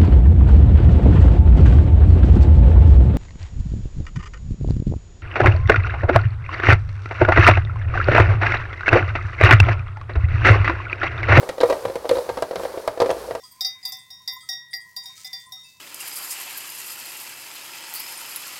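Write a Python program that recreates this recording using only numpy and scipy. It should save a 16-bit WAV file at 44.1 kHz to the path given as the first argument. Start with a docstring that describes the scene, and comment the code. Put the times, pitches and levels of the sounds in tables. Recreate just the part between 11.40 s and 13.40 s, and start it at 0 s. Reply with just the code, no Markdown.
"""Spiralizer shaving a zucchini

A hand-cranked plastic spiralizer on a kitchen counter, about two turns a second.
The loose crank and carriage knock in the hollow frame, hardest once a turn, and rock it on its feet.
The blade cuts with a wet fizz, the skin crunches, the frame rumbles; the small room answers briefly."""
import sys
import numpy as np
from scipy import signal
from scipy.fft import rfft, irfft
from scipy.io import wavfile

SR = 44100
rng = np.random.default_rng(int(sys.argv[2]) if len(sys.argv) > 2 else 0)


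def unload_wav(signal):
    """Save mono or channel-first audio to the path in sys.argv[1] as 16-bit WAV at rate SR, clipped to [-1, 1]."""
    wavfile.write(
        sys.argv[1],
        SR,
        np.round(np.clip(np.atleast_2d(signal).T, -1, 1) * 32767).astype(np.int16),
    )


N = 88200
TIME_S = np.arange(N) / SR

# cutting effort (time [s], relative level [dB])
CUT_EFFORT = [(0, -45), (.12, -48.5), (.195, -52), (.28, -41.5), (.35, -44), (.52, -47.5), (.68, -48.5),
              (.75, -40.5), (.87, -46), (1.0, -47.5), (1.15, -49.5), (1.225, -41.5), (1.29, -45.5),
              (1.42, -46.5), (1.585, -51.5), (1.68, -45.5), (1.82, -43.5), (2, -50)]
# noise spectra (frequency [Hz], relative density [dB])
FIZZ_SPECTRUM = [(600, -2.5), (1500, 5), (3000, -0.5), (4500, 3.5), (7000, -2.5), (11000, -1.5),
                 (16000, -10)]
RUMBLE_SPECTRUM = [(20, -55), (40, -45), (57, -9.5), (115, -18.5), (240, -18.5), (380, -4), (500, 0),
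                   (720, -8.5), (1100, -11), (1700, -21), (4000, -41)]
CLICK_SPECTRUM = [(150, 4.5), (700, 17), (1300, 6), (2800, -1.5), (4300, -2), (7000, -13), (11000, -16.5),
                  (16000, -28)]
SNAP_SPECTRUM = [(3000, -8), (5000, 4.5), (10500, -1.5), (16000, -12.5)]
# crank and carriage knocks (time [s], frame [dB], panels [dB], walls [dB], relative contact level [dB])
KNOCK_HITS = [(0.029, -27, -53, -36, -41.5), (0.0901, -26, -27.5, -42, -32.5),
              (0.0957, -26, -50, -37.5, -55), (0.1805, -25, -55, -34.5, -43),
              (0.2033, -19.5, -35, -33, -44), (0.2097, -20.5, -22, -25, -28.5),
              (0.2171, -24, -26, -29, -39), (0.2319, -15.5, -18, -36, -28.5), (0.2341, -9, -9, -19.5, -43),
              (0.2424, -20, -47, -36.0, -52), (0.2568, -22.0, -40, -28, -40),
              (0.2895, -24.0, -23, -35, -44), (0.299, -16, -27, -20.5, -30),
              (0.3061, -14.5, -45, -24.5, -32.5), (0.3248, -32, -14.5, -24, -30),
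              (0.4517, -18, -60, -28, -33.5), (0.4808, -31, -37, -33, -42), (0.498, -25, -32, -47, -42.5),
              (0.5555, -21, -25, -29, -36), (0.6457, -29, -28, -50, -51), (0.654, -23, -23, -32, -41.5),
              (0.693, -32.5, -30, -25.5, -30.5), (0.6961, -19.5, -25.5, -43, -50),
              (0.7113, -11, -34, -25.5, -31.5), (0.7539, -20.5, -32, -41, -36.5),
              (0.769, -22, -26, -30, -41), (0.7848, -17.5, -32, -29, -42), (0.8903, -20.5, -24.5, -62, -35),
              (0.8983, -24, -44, -25.5, -40), (0.972, -23.5, -42, -27, -34.5),
              (0.9838, -26, -31.0, -43, -41), (1.023, -26.5, -15.5, -25.5, -31),
              (1.1098, -22.5, -25, -49.0, -43), (1.1313, -25.5, -39, -35, -48),
              (1.1572, -25.5, -24, -33.5, -35.5), (1.1958, -26.5, -26, -33, -46),
              (1.2337, -26, -31, -42, -41), (1.2512, -24.0, -61, -29.5, -37),
              (1.3402, -29.5, -43, -38, -56), (1.3738, -23.5, -27, -36.5, -42.5),
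              (1.4769, -28.5, -15, -21, -30.5), (1.5744, -27, -28.5, -37, -43.5),
              (1.6015, -14.5, -14.5, -25, -33), (1.6073, -45, -19, -27, -30.5),
              (1.618, -14, -16, -17, -28.5), (1.6451, -27, -40, -29.5, -45), (1.6589, -18, -24, -31, -37),
              (1.6924, -17.5, -17.5, -29.5, -37), (1.702, -17, -18.5, -29.5, -39),
              (1.7105, -18.5, -43.5, -25.5, -37.5), (1.7284, -28, -23, -36, -51),
              (1.7672, -26.5, -30, -47, -64), (1.8856, -26, -52, -62, -60),
              (1.909, -23.5, -23.5, -34.5, -37), (1.951, -24.5, -22, -29.5, -36)]
# bright snaps of the crispest contacts (time [s], level [dB])
SNAP_HITS = [(.0905, -40.5), (.2118, -40), (.2995, -40), (.327, -45), (.556, -45), (.6918, -34.5),
             (.7118, -41), (1.023, -36.5), (1.157, -42), (1.4762, -35.5), (1.602, -42), (1.6185, -40),
             (1.7125, -38), (1.951, -44)]
# frame rocking on its feet (time [s], level [dB])
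THUMP_HITS = [(0.091, -48), (0.235, -43), (0.454, -39.5), (.557, -53), (0.698, -40), (0.714, -50),
              (0.771, -49), (0.901, -44), (1.025, -54), (1.163, -44), (1.481, -51), (1.607, -41),
              (1.699, -43), (1.909, -46)]
# skin tearing (time [s], band centre [Hz], level [dB])
SKIN_TEARS = [(.204, 3720, -30.5), (0.213, 4300, -34.5), (0.2992, 5750, -42), (.692, 3900, -30.5),
              (.783, 4100, -40), (1.110, 3950, -45), (1.1579, 3760, -37), (1.248, 3350, -42),
              (1.373, 2400, -55), (1.602, 4170, -30), (1.619, 4630, -43), (1.703, 2420, -30),
              (1.704, 5700, -39)]
# load peaks, grouped once a turn (time [s], level [dB])
JOLT_HITS = [(0.2356, -22.5), (0.2565, -40), (0.7147, -17.5), (0.7507, -31), (0.7861, -25.5), (1.2508, -39),
             (1.6198, -18.5), (1.635, -24), (1.666, -31)]
# modes of hollow frame, side panels, thin walls, feet, housing (frequency [Hz], gain [dB], T60 [s])
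FRAME_MODES = [(395.4, -7, .04), (430, -9.5, 0.081), (481, -4.5, 0.096), (524.8, 11.5, 0.039)]
PANEL_MODES = [(613.5, 5, 0.036), (652, 3.5, 0.059), (731, 2.5, 0.027)]
WALL_MODES = [(810, 2.5, 0.049), (920.8, 3.5, 0.038), (969, 3, 0.028), (1120, 2.5, 0.027),
              (1174, -10, 0.044)]
FEET_MODES = [(57.7, -9, 0.57), (110.4, 0.5, 0.14), (178, -4, 0.12)]
HOUSING_MODES = [(415, -16, .07), (482, 0, .13)]
# modes of the stiff ribs (frequency [Hz], gain [dB])
RIB_MODES = [(1290, 8), (1450, 4.5), (1600, 12), (1760, 10), (1910, 6.5), (2130, 5.5), (2340, 3.5),
             (2820, 0.5), (3240, -4.5), (3840, 0.5), (4370, -4)]

FRAME_LOW_CUT_HZ = 255


def from_db(db):
    """Decibels to gain."""
    return 10 ** (np.asarray(db) / 20)


def unit_rms(x):
    """Scale to rms 1."""
    return x / np.sqrt(np.mean(x ** 2) + 1e-20)


def filtered(x, order, hz, kind):
    """Causal Butterworth filter."""
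    return signal.sosfilt(signal.butter(order, hz, kind, fs=SR, output="sos"), x)


def coloured(noise, spectrum):
    """Shape noise to a spectrum; rms 1."""
    hz, db = np.transpose(spectrum)
    bins_hz = np.maximum(np.arange(N // 2 + 1) * SR / N, 1)
    gain = from_db(np.interp(np.log(bins_hz), np.log(hz), db))
    return unit_rms(irfft(rfft(noise) * gain, N))


def add_hit(out, time_s, level_db, sound):
    """Mix in a sound; level_db is the rms of its first 7 ms."""
    start = int(time_s * SR)
    part = sound[:max(N - start, 0)]
    attack_rms = np.sqrt(np.mean(sound[:int(0.007 * SR)] ** 2))
    out[start:start + len(part)] += part * from_db(level_db) / attack_rms


def struck(times_s, levels_db, modes, contact_s, scatter_db=2):
    """Each blow rings all modes at scattered strengths; a softer contact builds more slowly."""
    hz, db, t60_s = np.transpose(modes)[:, :, None]
    t, out = TIME_S[:N // 6], np.zeros(N)
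    rings = np.sin(2 * np.pi * hz * t) * from_db(db - 60 * t / t60_s) * (1 - np.exp(-t / contact_s))
    for time_s, level_db in zip(times_s, levels_db):
        strengths = from_db(scatter_db * rng.standard_normal(len(modes)))
        add_hit(out, time_s, level_db, strengths @ rings)
    return out


def blade_cut(cells_per_s=9000, spread_db=2.5, rumble_db=-38, judder_db=1.8, judder_cutoff_hz=45):
    """Cells burst at the blade in a fine fizz; the drag makes the frame rumble and judder."""
    effort_db = np.interp(TIME_S, *np.transpose(CUT_EFFORT))
    sizes = from_db(spread_db * np.minimum(rng.exponential(1, N), 5)) * rng.choice([-1, 1], N)
    bursts = sizes * (rng.random(N) < cells_per_s / SR)
    fizz = coloured(bursts, FIZZ_SPECTRUM) * from_db(effort_db - 0.5)
    judder = unit_rms(filtered(rng.standard_normal(N), 2, judder_cutoff_hz, "low"))
    drag_db = rumble_db + 0.83 * (effort_db - effort_db.mean()) + judder_db * judder
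    rumble = coloured(rng.standard_normal(N), RUMBLE_SPECTRUM) * from_db(drag_db)
    return fizz + rumble


def plastic_clicks(times_s, levels_db, spectrum, t60_s, attack_s):
    """Hard plastic contacts: dense, fast-dying noise bursts."""
    noise = coloured(rng.standard_normal(N), spectrum)
    t, out = TIME_S[:N // 20], np.zeros(N)
    envelope = from_db(-60 * t / t60_s) * (1 - np.exp(-t / attack_s))
    offsets = rng.integers(0, N - len(t), len(times_s))
    for time_s, level_db, offset in zip(times_s, levels_db, offsets):
        add_hit(out, time_s, level_db, noise[offset:offset + len(t)] * envelope)
    return out


def crank_knocks(rib_t60_s=0.045):
    """Play in crank and carriage: a hollow clunk, ringing panels, walls and ribs, a click on top."""
    times_s, frame_db, panel_db, wall_db, contact_db = np.transpose(KNOCK_HITS)
    frame = struck(times_s, frame_db, FRAME_MODES, contact_s=0.0028)
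    panels = struck(times_s, panel_db, PANEL_MODES, contact_s=0.0014)
    walls = struck(times_s, wall_db, WALL_MODES, contact_s=0.00091)
    rib_modes = [(hz, db, rib_t60_s) for hz, db in RIB_MODES]
    ribs = struck(times_s, contact_db - 1, rib_modes, contact_s=0.00029, scatter_db=5)
    clicks = plastic_clicks(times_s, contact_db + 4.5, CLICK_SPECTRUM, t60_s=0.051, attack_s=0.001)
    snaps = plastic_clicks(*np.transpose(SNAP_HITS), SNAP_SPECTRUM, t60_s=0.015, attack_s=0.0001)
    # a small body radiates little bass
    body = filtered(frame + panels + walls + ribs, 3, FRAME_LOW_CUT_HZ, "high")
    return body + clicks + snaps


def feet_thumps(low_cut_hz=50):
    """The rocking frame thumps dully on the counter."""
    thumps = struck(*np.transpose(THUMP_HITS), FEET_MODES, contact_s=0.0044, scatter_db=3)
    return filtered(thumps, 3, low_cut_hz, "high")


def skin_crunches(width_hz=1800, t60_s=0.04):
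    """The skin tears under the blade: short noise bursts, each in its own band."""
    t, out = TIME_S[:N // 20], np.zeros(N)
    for time_s, centre_hz, level_db in SKIN_TEARS:
        burst = rng.standard_normal(len(t)) * from_db(-60 * t / t60_s)
        band_hz = [centre_hz - width_hz / 2, centre_hz + width_hz / 2]
        add_hit(out, time_s, level_db, filtered(burst, 2, band_hz, "band"))
    return out


def housing_jolts():
    """Load peaks jolt the whole housing, which rings on a low note."""
    ringing = struck(*np.transpose(JOLT_HITS), HOUSING_MODES, contact_s=0.0024)
    return filtered(ringing, 3, FRAME_LOW_CUT_HZ, "high")


def kitchen_reverb(x, t60_s=0.21, delay_s=0.0086, cutoff_hz=3500, send_db=-10.5):
    """Counter and room walls return a short, dull tail."""
    t = TIME_S[:N // 4]
    tail = rng.standard_normal(len(t)) * from_db(-60 * t / t60_s) * (t > delay_s)
    tail = filtered(tail / np.linalg.norm(tail), 1, cutoff_hz, "low")
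    return signal.fftconvolve(x * from_db(send_db), tail)[:N]


def scene():
    """Blows and their room tail over the dry cutting noise; mono."""
    blows = crank_knocks() + housing_jolts() + feet_thumps() + skin_crunches()
    return (blows + kitchen_reverb(blows) + blade_cut())[None]


def record(dry):
    """Clip at full scale, then low-pass steeply."""
    cutoff_hz = 15950
    low_pass = signal.ellip(10, 0.1, 90, cutoff_hz, fs=SR, output="sos")
    return signal.sosfilt(low_pass, np.clip(dry, -1, 1))


dry = scene()
out = record(dry)
unload_wav(out)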